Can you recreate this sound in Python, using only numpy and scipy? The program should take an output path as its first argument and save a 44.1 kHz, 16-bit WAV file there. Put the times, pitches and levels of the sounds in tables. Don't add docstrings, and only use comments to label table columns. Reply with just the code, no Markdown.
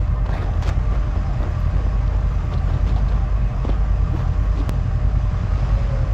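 import sys
import numpy as np
from scipy import signal
from scipy.fft import rfft, irfft, next_fast_len
from scipy.io import wavfile
from scipy.ndimage import uniform_filter1d

SR = 44100
rng = np.random.default_rng(int(sys.argv[2]) if len(sys.argv) > 2 else 0)


def wav_out(sig):
    wavfile.write(sys.argv[1], SR, np.round(np.clip(np.atleast_2d(sig).T, -1, 1) * 32767).astype(np.int16))


N = 270333
T = np.arange(N) / SR
CUT_S = 4.6939


def amp(db):
    return 10 ** (np.asarray(db) / 20)


def unit(x):
    return x / np.sqrt(np.mean(x ** 2) + 1e-20)


def read(points, hz):
    point_hz, value = np.transpose(points)
    return np.interp(np.log(hz + 1), np.log(point_hz + 1), value)


def wander(hz):
    coarse = T[::32]
    speeds = np.geomspace(hz / 20, hz, num=16)
    drift = sum(np.sin(2 * np.pi * (speed * coarse + rng.random())) for speed in speeds)
    return unit(np.interp(T, coarse, drift))


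def ring(x, hz, width):
    decay = np.exp(-np.pi * width / SR)
    return 2 * signal.lfilter([1 - decay], [1, -decay * np.exp(2j * np.pi * hz / SR)], x).real


def swell(s, length):
    return np.exp(-8 * ((T - s) / length) ** 2)


# time in seconds, engine cycles per second, change of firing strength in dB.
TWIN_IDLE = [(0, 10.35, 0), (.4, 10.42, .5), (.58, 10.09, .5), (.8, 10.58, 1), (1.1, 9.92, -.5),
             (1.36, 10.3, .5), (1.52, 10.08, 1), (1.76, 10.53, 1), (2, 9.89, -1.5), (2.25, 10.44, -2),
             (2.5, 9.97, 1), (2.72, 10.53, 2.5), (3.2, 9.81, -2), (3.5, 10.78, -.5), (4, 10.04, 0),
             (4.23, 10.55, 1), (4.47, 10.28, 0), (4.69, 10.46, -.5), (5.41, 10.33, 1), (5.68, 10.52, 2),
             (6.13, 10.37, .5)]
# pitch in Hz, relative level in dB.
EXHAUST_COLOUR = [(15, -44), (31, -20.5), (41, 10), (51, 13), (64, 3.5), (82, 4.5), (95, 0), (120, 3),
                  (135, -0.5), (160, -22), (230, -16.5), (400, -71.5), (800, -110)]
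TWIN_DB = -21.5
TWIN_START, TWIN_AFTER_CUT = -.108, .265
TWIN_GAP, TWIN_LEAD = .25, -.1


def twin():
    s, rate, strength_db = np.transpose(TWIN_IDLE)
    angle = np.cumsum(np.interp(T, s, rate)) / SR
    cycle = np.arange(-2, 70)
    chance = rng.standard_normal((len(cycle), 2, 2))
    fire_at = cycle[:, None] + [0, TWIN_GAP] + 0.019 * chance[..., 0]
    force = amp(1.3 * chance[..., 1] + [0, -1.2])
    size = next_fast_len(N + SR)
    hz = np.fft.rfftfreq(size, 1 / SR)
    colour = amp(read(EXHAUST_COLOUR, hz)) * np.exp(2j * np.pi * TWIN_LEAD)
    shift_after = TWIN_AFTER_CUT - angle[round(CUT_S * SR)] % 1
    before_after = []
    for shift, bright_db in ((TWIN_START, 0), (shift_after, 3.5)):
        place = np.searchsorted(angle + shift, fire_at.ravel())
        inside = (place > 0) * (place < N)
        fires = np.bincount(place, force.ravel() * inside, size)
        brightness = np.where(hz > 88, amp(bright_db), 1)
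        before_after.append(unit(irfft(rfft(fires) * colour * brightness, size)[:N]))
    level = amp(TWIN_DB + np.interp(T, s, strength_db))
    return level * np.where(T < CUT_S, *before_after)


# multiple of the cycle rate, level in dB rms.
DIESEL_TONES = [(6, -23), (9, -31.5), (10, -28), (12, -36.5), (15, -36), (18, -58), (20, -48), (21, -43.5),
                (36, -56.5), (54, -57.5), (58, -56.5), (72, -46), (78, -55.5)]
DIESEL_HZ, DIESEL_START, DIESEL_CUT = 8.371, .243, .46


def diesel():
    angle = DIESEL_HZ * T + DIESEL_START + DIESEL_CUT * (T >= CUT_S)
    out = np.zeros(N)
    for multiple, db in DIESEL_TONES:
        level = np.sqrt(2) * amp(db + 0.31 * wander(hz=5.9))
        out += level * np.cos(2 * np.pi * round(multiple) * angle)
    return out


# pitch in Hz, width in Hz, middle level in dB rms.
ENGINE_WHINES = [(259.4, 25, -55), (455.5, 5.4, -56), (736, 90, -49.5), (778.3, 27, -52), (1032, 44, -53),
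                 (1112, 24, -52), (1165, 24, -51.5), (1247, 14, -56.5), (1580, 16, -58.5),
                 (1798, 14, -61.5), (1894, 49, -61), (2090, 24, -62.5), (2548, 82, -62), (4835, 210, -69),
                 (5130, 80, -68.5), (6030, 77, -72)]
# pitch in Hz, relative level in dB per Hz.
ROAR_COLOUR = [(9, -18.5), (28, -6.5), (45, -24.5), (120, -6), (170, -12), (226, -21.5), (371, -29),
               (592, -29.5), (944, -34), (1160, -32), (1460, -37.5), (2100, -43.5), (2800, -47),
               (4000, -53.5), (7200, -59.5), (8600, -73), (10500, -80), (12500, -82.5), (16000, -94)]
# time in seconds, lift in dB (in full from about 1.9 kHz).
TREBLE = [(0, 2), (.24, -1.5), (.5, 2.5), (0.799, 3.5), (1.501, 4), (2.302, 3), (3.002, 3.5), (3.4, 2),
          (4, 2.5), (4.602, 4.5), (5.052, 2.5), (5.451, 5), (5.802, 6.5), (6.13, 4.5)]
LOW_ROAR_DB, HIGH_ROAR_DB = -30., -38.5


def roar():
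    frames, hz = N // 256 + 5, np.fft.rfftfreq(1024, 1 / SR)
    a, b, patches = rng.standard_normal((frames, 513, 3)).T
    patches = uniform_filter1d(patches, size=10, axis=0)
    patches = unit(uniform_filter1d(patches, size=12, axis=1))
    treble_db = np.interp(np.arange(frames) * 256 / SR, *np.transpose(TREBLE))
    share = np.clip(np.log2((hz + 1) / 520) / 1.86, 0, 1)[:, None]
    level_db = read(ROAR_COLOUR, hz)[:, None] + 1.1 * patches + share * treble_db
    spectrum = (a + 1j * b) * amp(level_db) * (hz > 250)[:, None]
    high = signal.istft(spectrum, nperseg=1024, noverlap=768)[1][:N]

    fine_hz = np.fft.rfftfreq(N, 1 / SR)
    low = irfft(rfft(rng.standard_normal(N)) * amp(read(ROAR_COLOUR, fine_hz)) * (fine_hz < 240), N)
    throb = 1 + 0.062 * np.cos(2 * np.pi * 6 * DIESEL_HZ * T)

    noise = rng.standard_normal(N)
    treble_sway_db = 1.7 * (np.interp(T, *np.transpose(TREBLE)) - 3)
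    whines = np.zeros(N)
    for pitch, width, db in ENGINE_WHINES:
        level = amp(db + 2.4 * wander(hz=12.0) + treble_sway_db * (pitch > 4000))
        whines += level * unit(ring(ring(noise, pitch, width), pitch, width))
    return amp(LOW_ROAR_DB) * unit(low) + amp(HIGH_ROAR_DB) * unit(high) * throb + whines


# middle in seconds, peak level in dB rms, length in seconds.
SWISHES = [(0.342, -73, 0.064), (.56, -75, .04), (.62, -71, .06), (0.682, -65, .07), (.95, -85, .15),
           (1.42, -76, .07), (1.51, -73, .04), (1.6, -69, .035), (1.68, -74, .045), (2.335, -75, .09),
           (2.462, -77, .07), (2.54, -78, .05), (2.68, -79, .08), (2.737, -68, .025), (2.812, -76, .025),
           (2.89, -74, .08), (2.97, -81, 0.076), (3.112, -81, .12), (3.7, -88, 0.17), (4.127, -73, .04),
           (4.19, -72, 0.12), (4.437, -71, 0.088), (4.6, -80, .12)]
RUSTLE_BED_DB = -82.5


def rustle():
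    grains = rng.standard_normal(N) * amp(3.5 * wander(hz=250.))
    band = ring(ring(grains, 12300, 2800), 12300, 2800)
    swishes = sum(amp(db) * swell(s, length) for s, db, length in SWISHES)
    bed = amp(RUSTLE_BED_DB + 2.0 * wander(hz=7.2))
    return (swishes + bed) * (T < CUT_S) * unit(band)


# middle in seconds, peak level in dB rms, length in seconds, pitch in Hz, width in Hz.
SOLE_SLIDES = [(0.26, -37, 0.026, 950, 400), (0.296, -44, .014, 1010, 600), (.328, -39, 0.029, 1650, 300),
               (.345, -33, 0.061, 715, 250), (0.348, -48, 0.057, 3460, 1200),
               (0.372, -40, 0.16, 1750, 1100), (0.424, -52, .1, 3200, 1000), (0.425, -40, .06, 1330, 500),
               (0.447, -36, 0.064, 420, 250), (0.497, -35, 0.048, 730, 250), (0.65, -36, 0.023, 1400, 700),
               (0.691, -36, .03, 1380, 800), (0.94, -47, 0.084, 396, 300), (1.43, -46, 0.054, 735, 400),
               (2.58, -48, 0.023, 3900, 1200), (2.742, -54, .03, 3800, 1500),
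               (2.805, -34.5, 0.55, 181, 120), (2.9, -52, .055, 3900, 1500), (2.964, -48, .018, 3500, 1500),
               (2.978, -38, .07, 734, 300), (2.98, -50, .028, 3500, 1400), (3.09, -47, 0.024, 4000, 1100),
               (3.7, -47, .02, 3440, 1190), (4.144, -31, .05, 280, 150), (4.185, -43, 0.028, 750, 250),
               (4.599, -31.5, 0.11, 260, 150), (4.6, -49, .04, 3800, 1500)]


def slides():
    grit = rng.standard_normal(N) * amp(2.6 * wander(hz=400.))
    out = np.zeros(N)
    for s, db, length, hz, width in SOLE_SLIDES:
        out += amp(db) * swell(s, length) * unit(ring(ring(grit, hz, width), hz, width))
    return out


# start in seconds, level in dB, length in seconds, brightness in dB per octave.
BOOT_STEPS = [(0.252, -61, 0.032, 3.5), (0.275, -54.5, 0.089, 3.5), (0.311, -49.5, 0.17, 2),
              (0.4, -52, 0.13, 2.5), (0.612, -55, 0.058, 6.5), (0.651, -51.5, 0.059, 4.5),
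              (0.672, -56, 0.042, 8.5), (0.674, -51, 0.083, 3), (0.893, -49.5, 0.14, 1.5),
              (1.154, -58, 0.041, 0.5), (1.391, -47, 0.13, -0.5), (1.717, -51, 0.15, 1.5),
              (2.106, -54.5, 0.11, 1), (2.509, -54, 0.072, 3), (2.619, -48.5, 0.27, 3.5),
              (2.689, -50.5, 0.58, 2), (2.852, -55, 0.11, 5.5), (2.944, -57.5, 0.11, 4),
              (3.083, -52, 0.13, 3), (3.625, -56, 0.079, 4), (3.669, -48, 0.12, 2), (4.137, -50.5, 0.14, 3),
              (4.556, -56.5, 0.09, 5), (5.453, -45, 0.58, 3.5)]
# pitch in Hz, relative level in dB per Hz.
SNOW_COLOUR = [(40, -79), (150, 0.5), (300, 12), (700, 6), (1900, -11.5), (3500, -21), (7200, -37),
               (9000, -53), (12500, -65.5), (16000, -75)]


def steps():
    out, size, lead = np.zeros(N), 3 * SR // 4, SR // 8
    hz = np.fft.rfftfreq(size, 1 / SR)
    snap_fade = np.exp(-1 / (0.0008 * SR))
    for s, db, length, tilt in BOOT_STEPS:
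        n = round(length * SR)
        happens = rng.random(size) < 1800 / SR
        snaps = amp(2.5 * np.minimum(rng.exponential(1, size), 5)) * happens
        clumps = signal.lfilter([1], [1, -snap_fade], snaps ** 2)
        press = np.zeros(size)
        press[lead:lead + n] = np.sin(np.pi * (np.arange(n) / n) ** .6) ** 2
        crackle = press * np.sqrt(clumps) * rng.standard_normal(size)
        colour_db = read(SNOW_COLOUR, hz) + tilt * np.log2(np.maximum(hz, 150) / 1000)
        crunch = irfft(rfft(crackle) * amp(colour_db), size)
        crunch = amp(db) * unit(crunch) * np.sqrt(size / n) * np.hanning(size) ** .5
        part = out[round(s * SR) - lead:][:size]
        part += crunch[:len(part)]
    return out


def strikes(rows, modes, gritty):
    out, t = np.zeros(N), np.arange(4000) / SR
    for s, db, contact_ms in rows:
        grit = 1 - gritty + gritty * rng.standard_normal(len(t))
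        blow = grit * t * np.exp(-1000 * t / max(contact_ms, .02))
        sound = np.zeros(len(t))
        for k, (hz, width, mode_db) in enumerate(modes):
            rung = ring(ring(blow, hz, width), hz, 2 * width) / width
            sound += (-1) ** k * amp(mode_db) * rung
        sound = np.diff(sound, prepend=0)
        out[round(s * SR):][:len(t)] -= amp(db) * sound / abs(sound).max()
    return out


# start in seconds, peak level in dB, contact time in ms.
HOOK_TICKS = [(0.2625, -42, 0.98), (0.537, -40, .6), (0.6335, -31, 0.24), (.6465, -40, 0.54),
              (.6615, -41, 1.2), (0.6844, -40, .9), (1.403, -47, .7), (1.429, -35.5, 1.1),
              (2.079, -34, 0.27), (2.5378, -29.5, .3), (2.5405, -35, .5), (2.8765, -38, .9),
              (2.962, -38, .4), (3.085, -43, .4), (3.6905, -34, 1.1)]
# pitch in Hz, width in Hz, relative strength in dB.
HOOK_MODES = [(2560, 340, -1.5), (3440, 610, 7), (4300, 890, 5.5), (5850, 900, -8), (12000, 900, -33)]


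def ticks():
    return strikes(HOOK_TICKS, HOOK_MODES, gritty=1)


# start in seconds, peak level in dB, contact time in ms.
HEEL_THUDS = [(.2926, -19, 0.045), (.339, -22, 0.24), (.9245, -22, 0.44), (1.1572, -29, 0.23),
              (1.4035, -19, 0.2), (1.435, -33, 0.36), (1.866, -21, 0.29), (2.128, -30, 0.35),
              (2.702, -23.5, .25), (2.899, -39, 0.18), (3.1535, -19.5, 0.59), (3.6495, -15, 0.5),
              (3.6893, -22, 0.86), (3.692, -11.5, 0.39)]
# pitch in Hz, width in Hz, relative strength in dB.
DECK_MODES = [(215, 87, -1), (434, 220, -5), (620, 280, -2.5), (1030, 620, -7)]


def thuds():
    return strikes(HEEL_THUDS, DECK_MODES, gritty=.15)


# time in seconds, pitch in Hz, level of its plain tone in dB rms.
GLIDING_WHINE = [(5.68, 572, -60), (5.71, 567, -39), (5.79, 553, -39), (5.83, 548, -47), (5.87, 560, -43),
                 (5.905, 556, -38), (5.93, 547, -33), (5.975, 539, -33), (6.005, 535, -40),
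                 (6.03, 534, -38), (6.06, 534, -46), (6.1, 536, -44), (6.13, 540, -35)]


def glide():
    s, hz, db = np.transpose(GLIDING_WHINE)
    halo = unit(ring(ring(rng.standard_normal(N), 0, 120), 0, 120))
    turns = np.cumsum(np.interp(T, s, hz) + 1.9 * wander(hz=20.)) / SR
    level = np.sqrt(2) * amp(np.interp(T, s, db, left=-99))
    return level * (1.0 + 0.31 * halo) * np.sin(2 * np.pi * turns)


def scene():
    engines = twin() + diesel() + roar()
    man = rustle() + slides() + steps() + ticks() + thuds()
    return (engines + man + glide())[None]


def record(dry):
    edge_hz = 16500
    dry = dry * np.minimum(T / .003, 1)
    rounded = np.tanh(2.3 * dry) / 2.3
    padded = np.pad(rounded, ((0, 0), (255, 255)), "reflect", reflect_type="odd")
    low_pass = signal.firwin(511, edge_hz, window=("kaiser", 9), fs=SR)
    return signal.oaconvolve(padded, low_pass[None], "valid")


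dry = scene()
out = record(dry)
wav_out(out)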